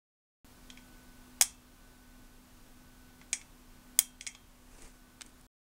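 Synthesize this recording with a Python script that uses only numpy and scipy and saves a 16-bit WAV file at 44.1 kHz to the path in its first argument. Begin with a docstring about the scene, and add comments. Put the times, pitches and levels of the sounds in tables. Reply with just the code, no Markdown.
"""A metal switch snaps loudly and joints tick: a desk lamp is turned, close to a hand-held camera.
Each blow is a burst of contact chatter and a short rattle, filtered by the housing, with a ringing
sheet-metal shade and room echoes. A hand brushes by as grainy swelling hiss and taps as short dry noise.
Behind lie coloured noise for rumble and microphone hiss, wavering hum partials and two whining tones that
beat. The camera turns its gain down after loud sound and rounds the peaks."""
import sys
import numpy as np
from scipy import signal
from scipy.fft import rfft, irfft
from scipy.io import wavfile
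from scipy.ndimage import uniform_filter1d

SR = 44100
rng = np.random.default_rng(int(sys.argv[2]) if len(sys.argv) > 2 else 0)


def generate_wav(sig):
    """Save sig (samples, or channels by samples) to the path in sys.argv[1] as 16-bit PCM at SR."""
    pcm = np.round(np.clip(np.atleast_2d(sig).T, -1, 1) * 32767).astype(np.int16)
    wavfile.write(sys.argv[1], SR, pcm)


def ratio(d):
    """dB to gain"""
    e = np.asarray(d, float) / 20
    return 10 ** e


N = 249606  # length [samples]


def on_log_hz(hz, points):
    """Read a curve of (frequency, value) points on a log-frequency axis."""
    points = np.asarray(points)
    return np.interp(np.log(np.maximum(hz, 1)), np.log(points[:, 0]), points[:, 1])


def colour(x, points):
    """Filter by (frequency [Hz], level [dB]) points, leaving the phase alone."""
    gain = ratio(on_log_hz(np.fft.rfftfreq(len(x), 1 / SR), points))
    return irfft(rfft(x) * gain, len(x))


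def causal(x, db):
    """Filter by a dB response without pre-ringing (minimum phase from the cepstrum)."""
    cepstrum = irfft(np.log(ratio(db)))
    cepstrum[1:len(db) - 1] *= 2
    cepstrum[len(db):] = 0
    return irfft(rfft(x, len(cepstrum)) * np.exp(rfft(cepstrum)))


def unit(x):
    """Scale to rms 1."""
    return x / np.sqrt(np.mean(x ** 2))


def walk(rate):
    """Smooth random wander of rms 1, from noise averaged twice over 1 / rate seconds."""
    k = int(SR / rate)
    once = uniform_filter1d(rng.standard_normal(N), k)
    return unit(uniform_filter1d(once, k))


def fade(t, t60):
    """Exponential decay, 60 dB down at t60."""
    return np.exp(-np.log(1000) * t / t60)


# the switch snapping over, one bounce included:
# (time [s], level [dB], body below 4 kHz [dB], 6 kHz clang [dB], edge above 11 kHz [dB])
SNAPS = [(1.4107, -6, 3.5, 2, -5.5), (1.421, -7.5, -2.5, -4.5, -4), (3.9891, -4, -1, -6, 3.5)]
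# tone shared by all snaps: the knock, then the five regions (level [dB])
SNAP_TONE_DB = [-24.5, -19.5, -14, -3.5, -1, -15]


def snaps():
    """Switch parts slam together; each snap shifts the shared tone by its body, clang and edge."""
    blows = []
    for s, level_db, body, clang, edge in SNAPS:
        tone_db = np.add(SNAP_TONE_DB, [body, body, body, clang, 0, edge])
        blows.append((s, level_db, *tone_db))
    return blows


# joints ticking as the lamp is turned:
# (time [s], level [dB], knock [dB], lean from 2.2 towards 3.5 kHz [dB])
TICKS = [(0.7007, -48.5, -11, 8), (0.7727, -54.5, -11, -2), (3.2134, -62.5, 8.5, -0.5),
         (3.3295, -15, -27.5, -1.5), (3.3332, -22, -32, -1), (3.3393, -46, -29, 4),
         (3.4133, -56.5, -4, 1.5), (4.2093, -29.5, -39, 2), (4.2657, -26, -19, 3.5), (4.2723, -26, -45, -6),
         (4.3486, -49.5, 2.5, 8)]
# tone of a tick at full scale, one entry per region (level [dB])
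TICK_TONE_DB = [-19, -24, -8.5, 0.5, -39]
# softer contact of weaker ticks, one entry per region (lift per dB of weakness [dB/dB])
DULLING = [0.51, 0.52, .25, 0, 0]


def ticks():
    """Joints slip; weaker ticks are softer contacts with relatively more low end."""
    blows = []
    for s, level_db, knock_db, lean in TICKS:
        regions_db = TICK_TONE_DB - level_db * np.array(DULLING) + [-lean, lean, 0, 0, 0]
        blows.append((s, level_db, knock_db, *regions_db))
    return blows


# the low end, to which each blow's knock level is added: (frequency [Hz], level [dB])
KNOCK = [(200, -26), (550, 1.5), (1200, 10.5)]
# centres of the five regions that shape a blow above the knock: (frequency [Hz])
REGIONS_HZ = [2200, 3500, 5900, 8800, 13500]


def blow_tone(knock_db, regions_db):
    """Spectrum points of the force of one blow: knock below, regions above."""
    knock = [(hz, db + knock_db) for hz, db in KNOCK]
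    return knock + list(zip(REGIONS_HZ, regions_db))


# switch housing, resonances: (frequency [Hz], width [Hz], lift [dB])
HOUSING = [(770, 150, 10), (1090, 230, 3), (1400, 250, -7.5), (2230, 640, 15), (3349, 510, 13.5),
           (4070, 270, 4), (5110, 120, 8), (5800, 290, 6.5), (6520, 240, 10.5), (7200, 570, 4),
           (7800, 400, 0), (9240, 3000, 1.5), (12305, 190, 12.5), (14610, 1400, 17.5)]


def housing(hz):
    """Lift [dB] of the housing: the sum of its resonance humps."""
    return sum(db / (1 + (2 * (hz - centre) / width) ** 2) for centre, width, db in HOUSING)


# sheet-metal shade, thin rings: (frequency [Hz], relative level [dB], 60 dB decay time [s])
SHADE = [(2130, -10, 0.11), (2285, -7, 0.12), (2643, -12, 0.65), (2665, -14, 0.5), (3208, 0, .36),
         (3250, -3, 0.15), (3345, -2, .15), (3461, -10, 0.35), (4950, -2, .09), (5280, -2, .14),
         (5790, -4, 0.24), (5900, -4, 0.15), (6350, -5, 0.12), (6480, -5, 0.12), (7075, -6, .12),
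         (8040, -5, .15)]


def shade(tone, seconds):
    """Struck modes ring on as decaying sines; each blow lands elsewhere, so their shares scatter."""
    hz, db, t60 = np.transpose(SHADE)[:, :, None]
    t = np.arange(round(seconds * SR)) / SR
    scatter_db = 1.5 * rng.standard_normal(hz.shape)
    gain = ratio(db + on_log_hz(hz, tone) + scatter_db) * rng.choice([-1, 1], hz.shape)
    return np.sum(gain * fade(t, t60) * np.sin(2 * np.pi * hz * t), axis=0)


# room decay: (frequency [Hz], 60 dB decay time [s])
ROOM_T60 = [(700, .25), (2500, .24), (6000, .24), (10000, .2), (15000, .155)]
ROOM_DB, ROOM_BUILD_S = -20, 0.0035


def room(size):
    """Dense echoes that build up quickly and lose their treble first: decaying half-octave noise bands."""
    t = np.arange(size) / SR
    out = 0
    for hz in 500 * 2 ** np.arange(0, 5.1, .5):
        edges = [hz / 2 ** .25, min(hz * 2 ** .25, 20000)]
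        sos = signal.butter(2, edges, "band", fs=SR, output="sos")
        band = signal.sosfilt(sos, rng.standard_normal(size))
        out = out + band * fade(t, on_log_hz(hz, ROOM_T60))
    return ratio(ROOM_DB) * out * np.clip(t / ROOM_BUILD_S, 0, 1)


# tone of what outlasts the blow: (frequency [Hz], level [dB])
TAIL = [(600, -6), (1500, 4), (3000, -5.5), (6000, -3), (9000, -0.5), (11000, 1), (13000, 0), (15500, -1)]
CHATTER_SCALE_S, CRACK_DB = 0.00067, 19.5
RATTLE_DB, RATTLE_T60_S = -11.5, 0.096
SHADE_DB = -26.5
RING_PER_DB = 0.1056  # tails stand out more after weak blows [dB per dB of weakness]


def clicks():
    """Each blow: chatter, a short rattle and the room, all through the housing; the shade rings on."""
    size = 2 ** 14
    out = np.zeros(2 * N)
    t, hz = np.arange(size) / SR, np.fft.rfftfreq(2 * size, 1 / SR)
    rise = t / CHATTER_SCALE_S
    housing_db = housing(hz)
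    for s, level_db, knock_db, *regions_db in sorted(snaps() + ticks()):
        ring_db = -RING_PER_DB * level_db
        tone = blow_tone(knock_db, regions_db)
        tone_db = on_log_hz(hz, tone)
        # parts slam: a quick rise, then dying contacts
        chatter = rng.standard_normal(size) * rise ** 2.15 * np.exp(-rise)
        chatter = ratio(CRACK_DB) * chatter / np.sqrt(np.sum(chatter ** 2))
        blow = causal(chatter, tone_db + housing_db)
        rattle = rng.standard_normal(size) * fade(t, RATTLE_T60_S) * np.clip(rise, 0, 1)
        tail = ratio(RATTLE_DB + ring_db) * rattle + ratio(ring_db) * room(size)
        # the tail comes from many parts, so the housing colours it less, and not at the top
        tail_db = tone_db + on_log_hz(hz, TAIL) + 0.87 * housing_db * (hz < 11000)
        struck = (blow + causal(tail, tail_db))[:size]
        rings = ratio(SHADE_DB + ring_db) * shade(tone, size / SR) * np.clip(rise / 2, 0, 1)
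        i = int(s * SR)
        out[i:i + size] += ratio(level_db) * (struck + rings)
    return out[:N]


# fingers touching and leaving a surface near the camera:
# (time [s], level [dB], fleshiness [0 nail to 1 pad])
TAPS = [(4.8206, -35, 0.3), (4.877, -48, 0.05), (5.2093, -28, 0.86), (5.2171, -23, 0.66), (5.2243, -43, .9),
        (5.2627, -39.5, .3), (5.292, -47, 0.6), (5.396, -56, .1), (5.411, -47, .05)]
# fingernail contact: (frequency [Hz], level [dB])
NAIL_TONE = [(500, -35), (2500, -28), (5000, -9), (9500, 5), (11500, -9)]
# finger-pad contact: (frequency [Hz], level [dB])
PAD_TONE = [(500, -14.5), (2500, 10), (5000, -6), (9500, -8.5), (11500, -35)]
TAP_RISE_S, TAP_ROOM_DB = 0.00088, -7.5


def taps():
    """Each tap: a brief burst of contact noise, toned between nail and pad, and a little room."""
    size = 2 ** 13
    out = np.zeros(2 * N)
    rise, hz = np.arange(size) / SR / TAP_RISE_S, np.fft.rfftfreq(2 * size, 1 / SR)
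    for s, level_db, flesh in TAPS:
        tone_db = (1 - flesh) * on_log_hz(hz, NAIL_TONE) + flesh * on_log_hz(hz, PAD_TONE)
        contact = rng.standard_normal(size) * rise * np.exp(1 - rise)
        tap = causal(contact + ratio(TAP_ROOM_DB) * room(size), tone_db)[:size]
        i = int(s * SR)
        out[i:i + size] += ratio(level_db) * tap
    return out[:N]


# a hand brushing past, timed at closest contact:
# (time [s], level [dB], approach [dB/s], retreat [dB/s])
BRUSHES = [(4.788, -50, 68, 104), (4.831, -47.5, 700, 148), (5.27, -52.5, 450, 350), (5.4, -65, 170, 175)]
# tone of skin and cloth: (frequency [Hz], relative density [dB per Hz])
BRUSH_COLOUR = [(40, 27), (100, 7.5), (250, 11), (500, 5.5), (1300, 0), (2200, 1), (4000, -8.5), (6000, -2),
                (9000, -0.5), (11000, -9.5), (14000, -34)]


def brush():
    """Skin and cloth sliding: grainy hiss that swells towards each contact and drops away."""
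    grain = rng.standard_normal(N) * ratio(1.8 * walk(120))
    t = np.arange(N) / SR
    level = 0
    for s, db, approach, retreat in BRUSHES:
        level = level + ratio(db - np.maximum(approach * (s - t), retreat * (t - s)))
    return unit(colour(grain, BRUSH_COLOUR)) * level


WHINE_HZ, WHINE_DB, WHINE_SINKS_DB_PER_S = 1500, -71.5, 0.74  # level of the stronger tone at time 0
BEAT_HZ, BEAT_SHARE, BEAT_PEAK_S = 0.98, .55, 3.033


def whine():
    """A thin whine: two near tones that drift in and out of step, so they beat, slowly sinking."""
    t = np.arange(N) / SR
    beat = 1 + BEAT_SHARE * np.exp(-2j * np.pi * BEAT_HZ * (t - BEAT_PEAK_S))
    tones = np.real(beat * np.exp(2j * np.pi * WHINE_HZ * t))
    return np.sqrt(2) * ratio(WHINE_DB - WHINE_SINKS_DB_PER_S * t) * tones


# hum partials: (frequency [Hz], rms level before wavering [dB], waver rate [1/s], waver depth [0-1])
HUM = [(30.2, -62.5, 3.1, 0.01), (249.5, -63.5, 8, .25), (177, -79.5, 8.2, 0.6), (115, -82.5, 21, 0.8)]


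def hum():
    """Low hum partials, each wavering in size and phase."""
    t = np.arange(N) / SR
    out = 0
    for hz, db, rate, depth in HUM:
        waver = 1 + depth * (walk(rate) + 1j * walk(rate))
        out = out + np.sqrt(2) * ratio(db) * np.real(waver * np.exp(2j * np.pi * hz * t))
    return out


# rumble and hiss: (frequency [Hz], relative density [dB per Hz])
FLOOR = [(11, -27.5), (18, 6.5), (43, -2), (151, -11.5), (200, -10), (251, -14), (297, -12), (430, -18.5),
         (1190, -18.5), (1370, -21.5), (1500, -21.5), (1980, -24), (8180, -28), (15700, -30.5)]
FLOOR_DB = -59.5  # level of the part above about 400 Hz


def rumble_and_hiss():
    """Room rumble and microphone hiss as one coloured noise whose level wanders slightly."""
    noise = colour(rng.standard_normal(N), FLOOR)
    low = signal.sosfilt(signal.butter(2, 400, fs=SR, output="sos"), noise)
    noise = noise / np.std(noise - low)
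    return noise * ratio(FLOOR_DB + 0.24 * walk(16.0))


START_S, STOP_S = 0.446, 5.467


def scene():
    """All sources, between a hard start and a hard stop."""
    t = np.arange(N) / SR
    mix = clicks() + taps() + brush() + whine() + hum() + rumble_and_hiss()
    return (mix * ((t > START_S) & (t < STOP_S)))[None]


def top_cut(x):
    """Nothing passes above the cut-off."""
    return signal.sosfilt(signal.butter(12, 17070, fs=SR, output="sos"), x)


DUCK_DB_PER_ENERGY, RECOVER_S = 6501, 2.8  # energy: squared full scale times seconds
TOP_HZ = 15750


def record(dry):
    """Loud energy turns the camera's gain down and it creeps back; peaks are rounded, the top is cut."""
    energy = signal.lfilter([1 / SR], [1, -np.exp(-1 / (RECOVER_S * SR))], dry ** 2)
    ducked = dry * ratio(-DUCK_DB_PER_ENERGY * energy)
    rounded = np.tanh(.8 * ducked) / .8
    low_pass = signal.ellip(10, .2, 36, TOP_HZ, fs=SR, output="sos")
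    finished = signal.sosfilt(low_pass, rounded)
    return top_cut(finished)


dry = scene()
out = record(dry)
generate_wav(out)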